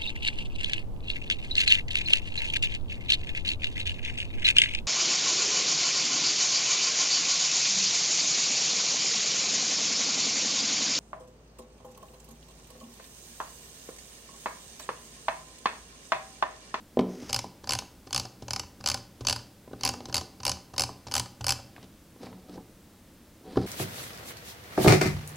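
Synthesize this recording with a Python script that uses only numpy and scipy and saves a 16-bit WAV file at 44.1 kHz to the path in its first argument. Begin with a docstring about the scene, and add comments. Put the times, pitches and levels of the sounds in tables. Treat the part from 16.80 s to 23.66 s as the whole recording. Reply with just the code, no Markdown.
"""A mouse thumps down on a wooden desk in a quiet room, then its stiff notched wheel clicks in short strokes.
Set-downs, finger landings, lifts and bumps are short soft blows that ring the desk and the mouse's shell.
Sliding is uneven noise: a low rumble rung through the desk and a hiss of skin and feet.
Each wheel notch is a quick run of tiny contacts that rings the wheel, the spring and the plastic shell.
A faint echo, room tone and hiss surround it all, heard close up."""
import sys
import numpy as np
from scipy import signal
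from scipy.io import wavfile
from scipy.ndimage import uniform_filter1d

SR = 44100
rng = np.random.default_rng(int(sys.argv[2]) if len(sys.argv) > 2 else 0)


def wav_out(sig):
    """Save sig, one row per channel (or a flat mono array), as 16-bit PCM at SR to the path in sys.argv[1]."""
    wavfile.write(sys.argv[1], SR, np.round(np.clip(np.atleast_2d(sig).T, -1, 1) * 32767).astype(np.int16))


N = 302671  # length in samples

# The mouse meets the desk: t/s, level/dB, f/Hz of the blow,
# then desk boom/dB, shell clack/dB and tick/dB, each relative to the blow
SET_DOWNS = [(.171, -9, 448, -34, -23, -29), (.191, -9, 340, -49, -10.5, -14.5),
             (.196, -15, 410, -30, -37, -20), (.209, -21, 340, -53, -10.5, -14),
             (6.757, -31.5, 500, -3, -2, -25), (6.77, -13.5, 331, -44, -15, -22),
             (6.773, -10, 364, -16, -15.5, -23)]
SET_DOWN_TICK_HZ, SET_DOWN_SCUFF_MS = 2700, 3.4
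# The hand bumps the shell: t/s, level/dB, f/Hz of the blow, tick/dB relative to the blow, tick f/Hz
BUMPS = [(.423, -35.5, 355, -9, 4970), (2.876, -35.5, 440, -17, 2170), (2.911, -36.5, 351, -31, 1800),
         (2.932, -27.5, 372, -14.5, 3000), (3.205, -30, 523, -7, 2930), (4.963, -44, 555, 4.5, 1720),
         (4.98, -38.5, 836, -10, 2600), (5.028, -46.5, 574, 3.5, 3430), (5.042, -49, 366, 3, 3150),
         (5.361, -42, 382, -19, 2100), (5.432, -32, 443, -16, 5000), (5.468, -34.5, 766, -8, 1860),
         (5.528, -39, 744, -8, 1700), (5.695, -48, 414, 2, 3350), (5.757, -35.5, 343, -16, 4740),
         (5.775, -33.5, 237, -25, 3000), (6.61, -48, 350, -25, 1716), (6.66, -43, 361, -22, 3530)]
BUMP_BOOM_DB, BUMP_CLACK_DB, BUMP_SCUFF_MS = -13.5, -11.5, 3.2
# The finger leaves the wheel after a stroke: t/s, level/dB, f/Hz of the blow
LIFTS = [(.643, -26.5, 678), (1.022, -33, 805), (1.451, -34.5, 550), (3.14, -30.5, 540),
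         (3.413, -29.5, 590), (4.092, -27.5, 783), (4.798, -38, 791)]
# Shared by all lifts: boom/dB, clack/dB, tick/dB relative to the blow, tick f/Hz, scuff decay/ms
LIFT_SOUND = (-45, -7, -10.5, 5100, 1)
# The finger lands on the wheel before a stroke: t/s, level/dB, f/Hz of the blow, boom/dB relative to it
LANDINGS = [(.837, -39.5, 340, -5), (1.269, -39, 350, -10), (1.622, -33.5, 367, -5), (2.004, -42, 571, 1),
            (2.408, -30.5, 356, -3.5), (3.285, -33, 373, -4.5), (3.6, -42, 363, -4),
            (3.936, -37.5, 584, -6), (4.268, -32.5, 760, -6.5), (4.608, -32, 780, -0.5)]
# Shared by all landings: clack/dB, tick/dB relative to the blow, tick f/Hz, scuff decay/ms
LANDING_SOUND = (-12, -7, 4005, 7.5)

# Ways the desk top rings: f/Hz, relative level/dB, time to die by 60 dB with no hand on it/s
DESK_MODES = [(186.1, -5, 0.46), (245, -3.5, 0.32), (289.6, -2.5, 0.25), (353, -9, 0.42), (420, -5, 0.2),
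              (446, -8, 0.21), (499.4, -7, 0.2), (662, -4, 0.046), (748.5, -9.5, 0.22), (847, -13, 0.15),
              (952, -9.5, 0.08), (1290, -17.5, 0.084)]
# Lowest ways the desk rings: f/Hz, relative level/dB, time to die by 60 dB/s
BOOM_MODES = [(55, -7.5, 0.24), (81.5, -3.5, 0.35), (120.25, 1.5, 0.35)]
# Ways the plastic shell rings: f/Hz, relative level/dB, time to die by 60 dB with no palm on it/s
SHELL_MODES = [(557, -8, 0.046), (781, -6, 0.078), (1015, -2.5, 0.041), (1239, -6, 0.024),
               (1520, -9, 0.021), (1795, -17.5, 0.033)]

# Hand or mouse sliding: t/s when full level is reached, rise/s, hold/s, fall/s,
# rumble level/dB, hiss level/dB, centre f/Hz of the hiss
SLIDES = [(0.212, 0.024, .003, 0.065, -31, -70, 3610), (0.297, 0.085, 0.15, 0.11, -52.5, -57.5, 5600),
          (.5, 0.11, 0.0028, 0.088, -61, -52, 5640), (3.06, 0.071, 0.016, 0.069, -47, -45, 4400),
          (3.211, 0.25, 0.059, 0.17, -48.5, -73, 4450), (4.977, 0.084, 0.072, 0.034, -55, -64, 3000),
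          (5.41, .04, 0.15, 0.12, -51, -69, 4500), (5.434, .03, .03, 0.04, -50, -55.5, 4700),
          (5.695, .03, .003, .05, -43.5, -62, 4240), (5.732, 0.025, 0.027, 0.019, -49, -58, 4800),
          (5.77, 0.025, 0.032, 0.024, -44, -80, 4800), (6.665, .045, 0.069, .03, -45.5, -69, 3900),
          (6.73, 0.094, 0.15, 0.11, -54, -55.5, 4270), (6.77, 0.032, 0.056, 0.19, -40, -60, 4600)]
# Broad part of the sliding hiss: f/Hz, relative level/dB
SLIDE_HISS = [(700, -15), (1200, 5.5), (2500, 2), (7000, -9), (10000, -9.5), (14000, -21)]
SLIDE_END_DB = -20  # level at the ends of a slide, relative to its full level
HAND_DAMPING = 0.53  # the resting hand shortens the desk's ring times by this factor

# Wheel notches: t/s, level/dB (sets the loudness and the colour of each snap)
NOTCHES = [(0.493, -33), (0.4967, -26), (0.5052, -32), (0.5285, -16.5), (0.5436, -15.5), (0.5615, -17.5),
           (0.5894, -18.5), (0.841, -39), (0.8727, -30), (0.8919, -16.5), (0.9068, -16), (0.9206, -15.5),
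           (0.9335, -15.5), (0.9504, -21.5), (0.9878, -20), (1.272, -42), (1.3067, -34), (1.3283, -18.5),
           (1.346, -17), (1.3611, -16), (1.377, -18.5), (1.3968, -19.5), (1.4521, -32), (1.6233, -40),
           (1.6816, -31), (1.7067, -19.5), (1.7326, -20.5), (1.7609, -21), (1.795, -21.5), (1.8327, -41),
           (2.008, -40), (2.04, -30), (2.0599, -17), (2.0732, -14.5), (2.086, -15.5), (2.0992, -16),
           (2.1149, -18.5), (2.1427, -19), (2.1739, -35), (2.4108, -40.5), (2.449, -30.5), (2.4689, -15),
           (2.4841, -15.5), (2.4963, -14.5), (2.5078, -19), (2.5259, -17), (2.5607, -24), (2.5904, -40.5),
           (3.009, -32), (3.0336, -18), (3.0499, -14.5), (3.0615, -16.5), (3.0749, -17), (3.0898, -18),
           (3.1369, -32.5), (3.2551, -32.5), (3.296, -41.5), (3.3259, -29), (3.3429, -15), (3.3544, -16),
           (3.3659, -15.5), (3.379, -18.5), (3.4101, -31.5), (3.6016, -39.5), (3.632, -29.5), (3.6512, -16),
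           (3.665, -15.5), (3.6784, -14.5), (3.6939, -16.5), (3.7157, -20.5), (3.7692, -39.5), (3.938, -41),
           (3.962, -34.5), (3.98, -15.5), (3.9946, -15), (4.0062, -16.5), (4.019, -16.5), (4.036, -18),
           (4.271, -36.5), (4.2822, -39), (4.3125, -28), (4.32, -25), (4.339, -15), (4.352, -15),
           (4.3642, -17.5), (4.3788, -17), (4.3961, -18), (4.4579, -36), (4.61, -32), (4.6425, -22.5),
           (4.666, -16.5), (4.6812, -17.5), (4.6914, -14), (4.7052, -14.5), (4.7212, -18), (4.7558, -48),
           (4.7894, -44)]
# Contacts in one snap (slip off the crest, landing, rebounds): delay/ms, level/dB, treble level/dB
CONTACTS = [(0., -5.5, -4), (0.648, 1, 7), (1.202, -6, 3), (1.8, -16.5, -5), (3.002, -21.5, -37),
            (4.103, -5.5, -6), (5.398, -15, -32)]
# Ways the wheel rings: f/Hz, relative level/dB, time to die by 60 dB/s
WHEEL_MODES = [(2237, -6.5, 0.0078), (2747, -6, 0.011), (3023, -10.5, 0.02), (3525, -10.5, 0.0083),
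               (3930, -6, 0.0089), (4316, -2.5, 0.0089), (4529, -3, 0.019), (5000, -0.5, 0.011),
               (5354, -7, 0.025), (5870, -5.5, 0.011), (6415, -1.5, 0.0059), (7200, -9, 0.013),
               (7520, -21.5, 0.024)]
# Ways the spring rings: f/Hz, relative level/dB, time to die by 60 dB/s
SPRING_MODES = [(7790, -7, 0.016), (8520, -0.5, 0.0039), (8850, -5.5, 0.0088), (9490, -2.5, 0.0043),
                (10580, -11, 0.0087), (11010, -13, 0.011), (11070, -3.5, 0.0065), (12440, -16, 0.0075),
                (13340, -9.5, 0.0057), (15270, -20, 0.013), (15600, -42, .006)]
FULL_SNAP_DB = -16  # notch level that counts as a full snap
HOLLOW_DB, TREBLE_DB = -12.8, -9  # starting balance of shell and spring in a full snap
HOLLOW_PER_DB, TREBLE_PER_DB = 0.4037, -0.34  # a weaker snap is hollower and duller, per dB below full
SCATTER_DB = 1.5  # random spread of that balance
PALM_DAMPING = 0.77  # the palm shortens the shell's ring times during strokes by this factor

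# Time for echoes to die by 60 dB: f/Hz, time/s
ECHO_TIMES = [(100, 0.33), (260, 1), (700, 0.5), (1840, 0.42), (4850, 0.38), (12000, 0.29)]
# Room tone and hiss shared by both channels: f/Hz, relative level/dB
ROOM_TONE = [(15, -43), (25, -25), (58, 1), (76, 1), (153, -21.5), (190, 5), (263, -16.5), (301, -5.5),
             (326, -14.5), (591, -16), (677, -20), (2550, -27.5), (3340, -27.5), (14400, -33),
             (16000, -32.5)]
# Hiss with opposite signs in the two channels: f/Hz, relative level/dB
SIDE_HISS = [(15, -27), (25, -2), (489, -3.5), (4370, -5), (14800, 0), (16000, -16)]
ECHO_DB, ROOM_TONE_DB, SIDE_HISS_DB = -13, -54.5, -68.5
TOP_EDGE_HZ = 15900  # upper edge of the sound


def gain_of(db):
    """Turns decibels into a multiplier."""
    return 10 ** (np.asarray(db) / 20)


def evened(x):
    """Scales a sound so that its average strength (rms) is 1."""
    return x / np.sqrt(np.mean(x ** 2) + 1e-20)


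def read(points, hz):
    """Reads a table between its points, along a log frequency scale."""
    f, value = np.transpose(points)
    return np.interp(np.log(hz + 1), np.log(f + 1), value)


def add(mix, s, sound, db=0):
    """Mixes a sound in at time s, at a level in dB."""
    part = mix[round(s * SR):][:len(sound)]
    part += gain_of(db) * sound[:len(part)]


def peaked(x):
    """Scales a sound so that its peak is 1."""
    return x / abs(x).max()


def ring(modes, count, vary_db=0, detune=1):
    """A struck object rings as a sum of dying sines of alternating sign; vary_db and detune colour one blow."""
    hz, db, t60 = np.transpose(modes)[:, :, None]
    t = np.arange(count) / SR
    sign = (-1.) ** np.arange(len(modes))[:, None]
    loudness = gain_of(db + vary_db - 60 * t / t60)
    return peaked((sign * loudness * np.sin(2 * np.pi * hz * detune * t)).sum(0))


def damped(modes, factor):
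    """A touch soaks up vibration, so every mode dies sooner."""
    return [(hz, db, factor * t60) for hz, db, t60 in modes]


def noise(spectrum):
    """Steady noise: random spectra are shaped by a table and overlapped."""
    hz = np.fft.rfftfreq(1024, 1 / SR)
    real, imag = rng.standard_normal((N // 256 + 5, 513, 2)).T
    shaped = (real + 1j * imag) * gain_of(read(spectrum, hz))[:, None]
    return evened(signal.istft(shaped, nperseg=1024, noverlap=768)[1][:N])


def bandpass(x, low_hz, high_hz):
    """Keeps the sound between two frequencies."""
    return signal.lfilter(*signal.butter(2, [low_hz, high_hz], "band", fs=SR), x)


def all_blows():
    """Lists every knock with the boom, clack, tick and scuff of its kind."""
    rows = [(*row, SET_DOWN_TICK_HZ, SET_DOWN_SCUFF_MS) for row in SET_DOWNS]
    for s, db, hz, tick_db, tick_hz in BUMPS:
        rows.append((s, db, hz, BUMP_BOOM_DB, BUMP_CLACK_DB, tick_db, tick_hz, BUMP_SCUFF_MS))
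    rows += [(*row, *LIFT_SOUND) for row in LIFTS]
    rows += [(*row, *LANDING_SOUND) for row in LANDINGS]
    return rows


def knocks():
    """A soft blow of nearly two swings rings the desk, while a scuff makes the shell clack and tick."""
    out = np.zeros(N)
    desk, boom = ring(DESK_MODES, count=SR // 2), ring(BOOM_MODES, count=SR // 2)
    shell = ring(SHELL_MODES[1:], count=2600)
    for s, db, hz, boom_db, clack_db, tick_db, tick_hz, scuff_ms in all_blows():
        turns = np.arange(0, 1.8, hz / SR)
        add(out, s, np.sin(2 * np.pi * turns) * np.hanning(len(turns)), db)
        push = np.hanning(len(turns) // 5 + 3)  # a slower blow reaches only the lower modes
        push /= push.sum()
        add(out, s, signal.oaconvolve(push, desk), db - 9)
        add(out, s, signal.oaconvolve(push, boom), db + boom_db)
        scuff = rng.standard_normal(1024) * np.exp(-np.arange(1024) * 1000 / SR / scuff_ms)
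        add(out, s, peaked(signal.fftconvolve(scuff, shell)), db + clack_db)
        add(out, s, peaked(bandpass(scuff, 0.7 * tick_hz, 1.69 * tick_hz)), db + tick_db)
    return out


def handling():
    """Uneven friction shakes the desk modes and hisses as skin and feet slide."""
    t = np.arange(N) / SR
    lumps = evened(uniform_filter1d(rng.standard_normal(N), 300))
    # skin sticks and lets go in small jerks, about 90 a second
    catches = (rng.random(N) < 90 / SR) * rng.exponential(1.27, N)
    grit = gain_of(2.0 * lumps) + signal.oaconvolve(catches, np.exp(-np.arange(512) / 90))[:N]

    held_desk = ring(damped(DESK_MODES, HAND_DAMPING), count=8000)
    rumble = evened(signal.oaconvolve(rng.standard_normal(N) * grit, held_desk)[:N])

    # a spinning carrier lifts low noise up to the moving centre frequency
    full_s, *_, centre_hz = np.transpose(SLIDES)
    carrier = np.exp(2j * np.pi * np.cumsum(np.interp(t, full_s, centre_hz)) / SR)
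    low = signal.lfilter(*signal.butter(2, 900, fs=SR), rng.standard_normal((2, N)))
    moving_band = evened((carrier * (low[0] + 1j * low[1])).real)
    hiss = evened((moving_band + gain_of(0.5) * noise(SLIDE_HISS)) * np.sqrt(grit))

    out = np.zeros(N)
    for s, rise, hold, fall, rumble_db, hiss_db, _ in SLIDES:
        outside = np.maximum(np.maximum((s - t) / rise, (t - s - hold) / fall), 0)
        envelope = uniform_filter1d(gain_of(SLIDE_END_DB * outside), 300)
        out += envelope * (gain_of(rumble_db) * rumble + gain_of(hiss_db) * hiss)
    return out


def wheel():
    """Every notch is a short run of contacts ringing wheel, spring and shell; each also jolts the desk."""
    out, jolts = np.zeros(N), np.zeros(N)
    held_shell = damped(SHELL_MODES, PALM_DAMPING)
    delay_ms, body_db, treble_db = np.transpose(CONTACTS)
    count = len(delay_ms)
    for s, db in NOTCHES:
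        weaker_db = FULL_SNAP_DB - db
        hollow_db = HOLLOW_DB + HOLLOW_PER_DB * weaker_db + SCATTER_DB * rng.standard_normal()
        bright_db = TREBLE_DB + TREBLE_PER_DB * weaker_db + SCATTER_DB * rng.standard_normal()
        # later contacts vary more in time
        late_ms = delay_ms + .02 * rng.standard_normal(count) * np.sqrt(delay_ms)
        at = np.abs(np.round(late_ms * SR / 1000)).astype(int)
        # the spring chatters: a dying burst of noise under the contacts
        chatter = gain_of(-17) * rng.standard_normal(512) * np.exp(-np.arange(512) / 130)
        body, treble = chatter.copy(), chatter.copy()
        np.add.at(body, at, gain_of(body_db + 1.2 * rng.standard_normal(count)))
        np.add.at(treble, at, gain_of(treble_db + 1.5 * rng.standard_normal(count)))
        parts = [(WHEEL_MODES, body, db + 2.0),
                 (SPRING_MODES, treble, db + bright_db + 3.0),
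                 (held_shell, body, db + hollow_db + 3.5)]
        for modes, contacts, level_db in parts:
            colour_db, shift = rng.standard_normal((2, len(modes), 1))
            rung = ring(modes, count=1800, vary_db=1.2 * colour_db, detune=1 + .008 * shift)
            add(out, s, peaked(signal.fftconvolve(contacts, rung)), level_db)
        add(jolts, s, np.hanning(64) / 32, db + hollow_db)
    boom, desk = ring(BOOM_MODES, count=SR // 2), ring(DESK_MODES, count=SR // 2)
    shaken_desk = gain_of(-9.5) * boom + gain_of(-10.5) * desk
    return out + signal.oaconvolve(jolts, shaken_desk)[:N]


def room(x):
    """Sparse echoes die at a different speed in each band; three tails take turns at a steady rate."""
    slots, out = np.arange(300, SR - 20, 20), np.zeros(N)
    for k in range(3):
        taps = np.zeros(SR)
        taps[slots + rng.integers(0, 20, len(slots))] = rng.choice([-1., 1.], len(slots))
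        hz, t, bands = signal.stft(taps, SR, nperseg=256)
        die_s = np.maximum(read(ECHO_TIMES, hz), .02)[:, None]
        tail = signal.istft(bands * gain_of(-60 * t / die_s), SR, nperseg=256)[1]
        # taking turns 11 times a second, so that no fixed set of echo peaks stands out;
        # the three powers always sum to 1
        share = np.sqrt(2 / 3) * np.cos(np.pi * (11 * np.arange(N) / SR + k / 3))
        out += signal.fftconvolve(x * share, tail / np.linalg.norm(tail))[:N]
    return out


def scene():
    """Both channels share the desk sounds, echo and room tone; a faint hiss has opposite signs in them."""
    near = knocks() + handling() + wheel()
    middle = near + gain_of(ECHO_DB) * room(near) + gain_of(ROOM_TONE_DB) * noise(ROOM_TONE)
    side = gain_of(SIDE_HISS_DB) * noise(SIDE_HISS)
    return middle + np.array([[1], [-1]]) * side


def record(dry):
    """Removes everything above the top edge with a steep low-pass filter."""
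    low_pass = signal.firwin(511, TOP_EDGE_HZ, window=("kaiser", 9), fs=SR)
    return signal.oaconvolve(dry, low_pass[None], "same")


dry = scene()
out = record(dry)
wav_out(out)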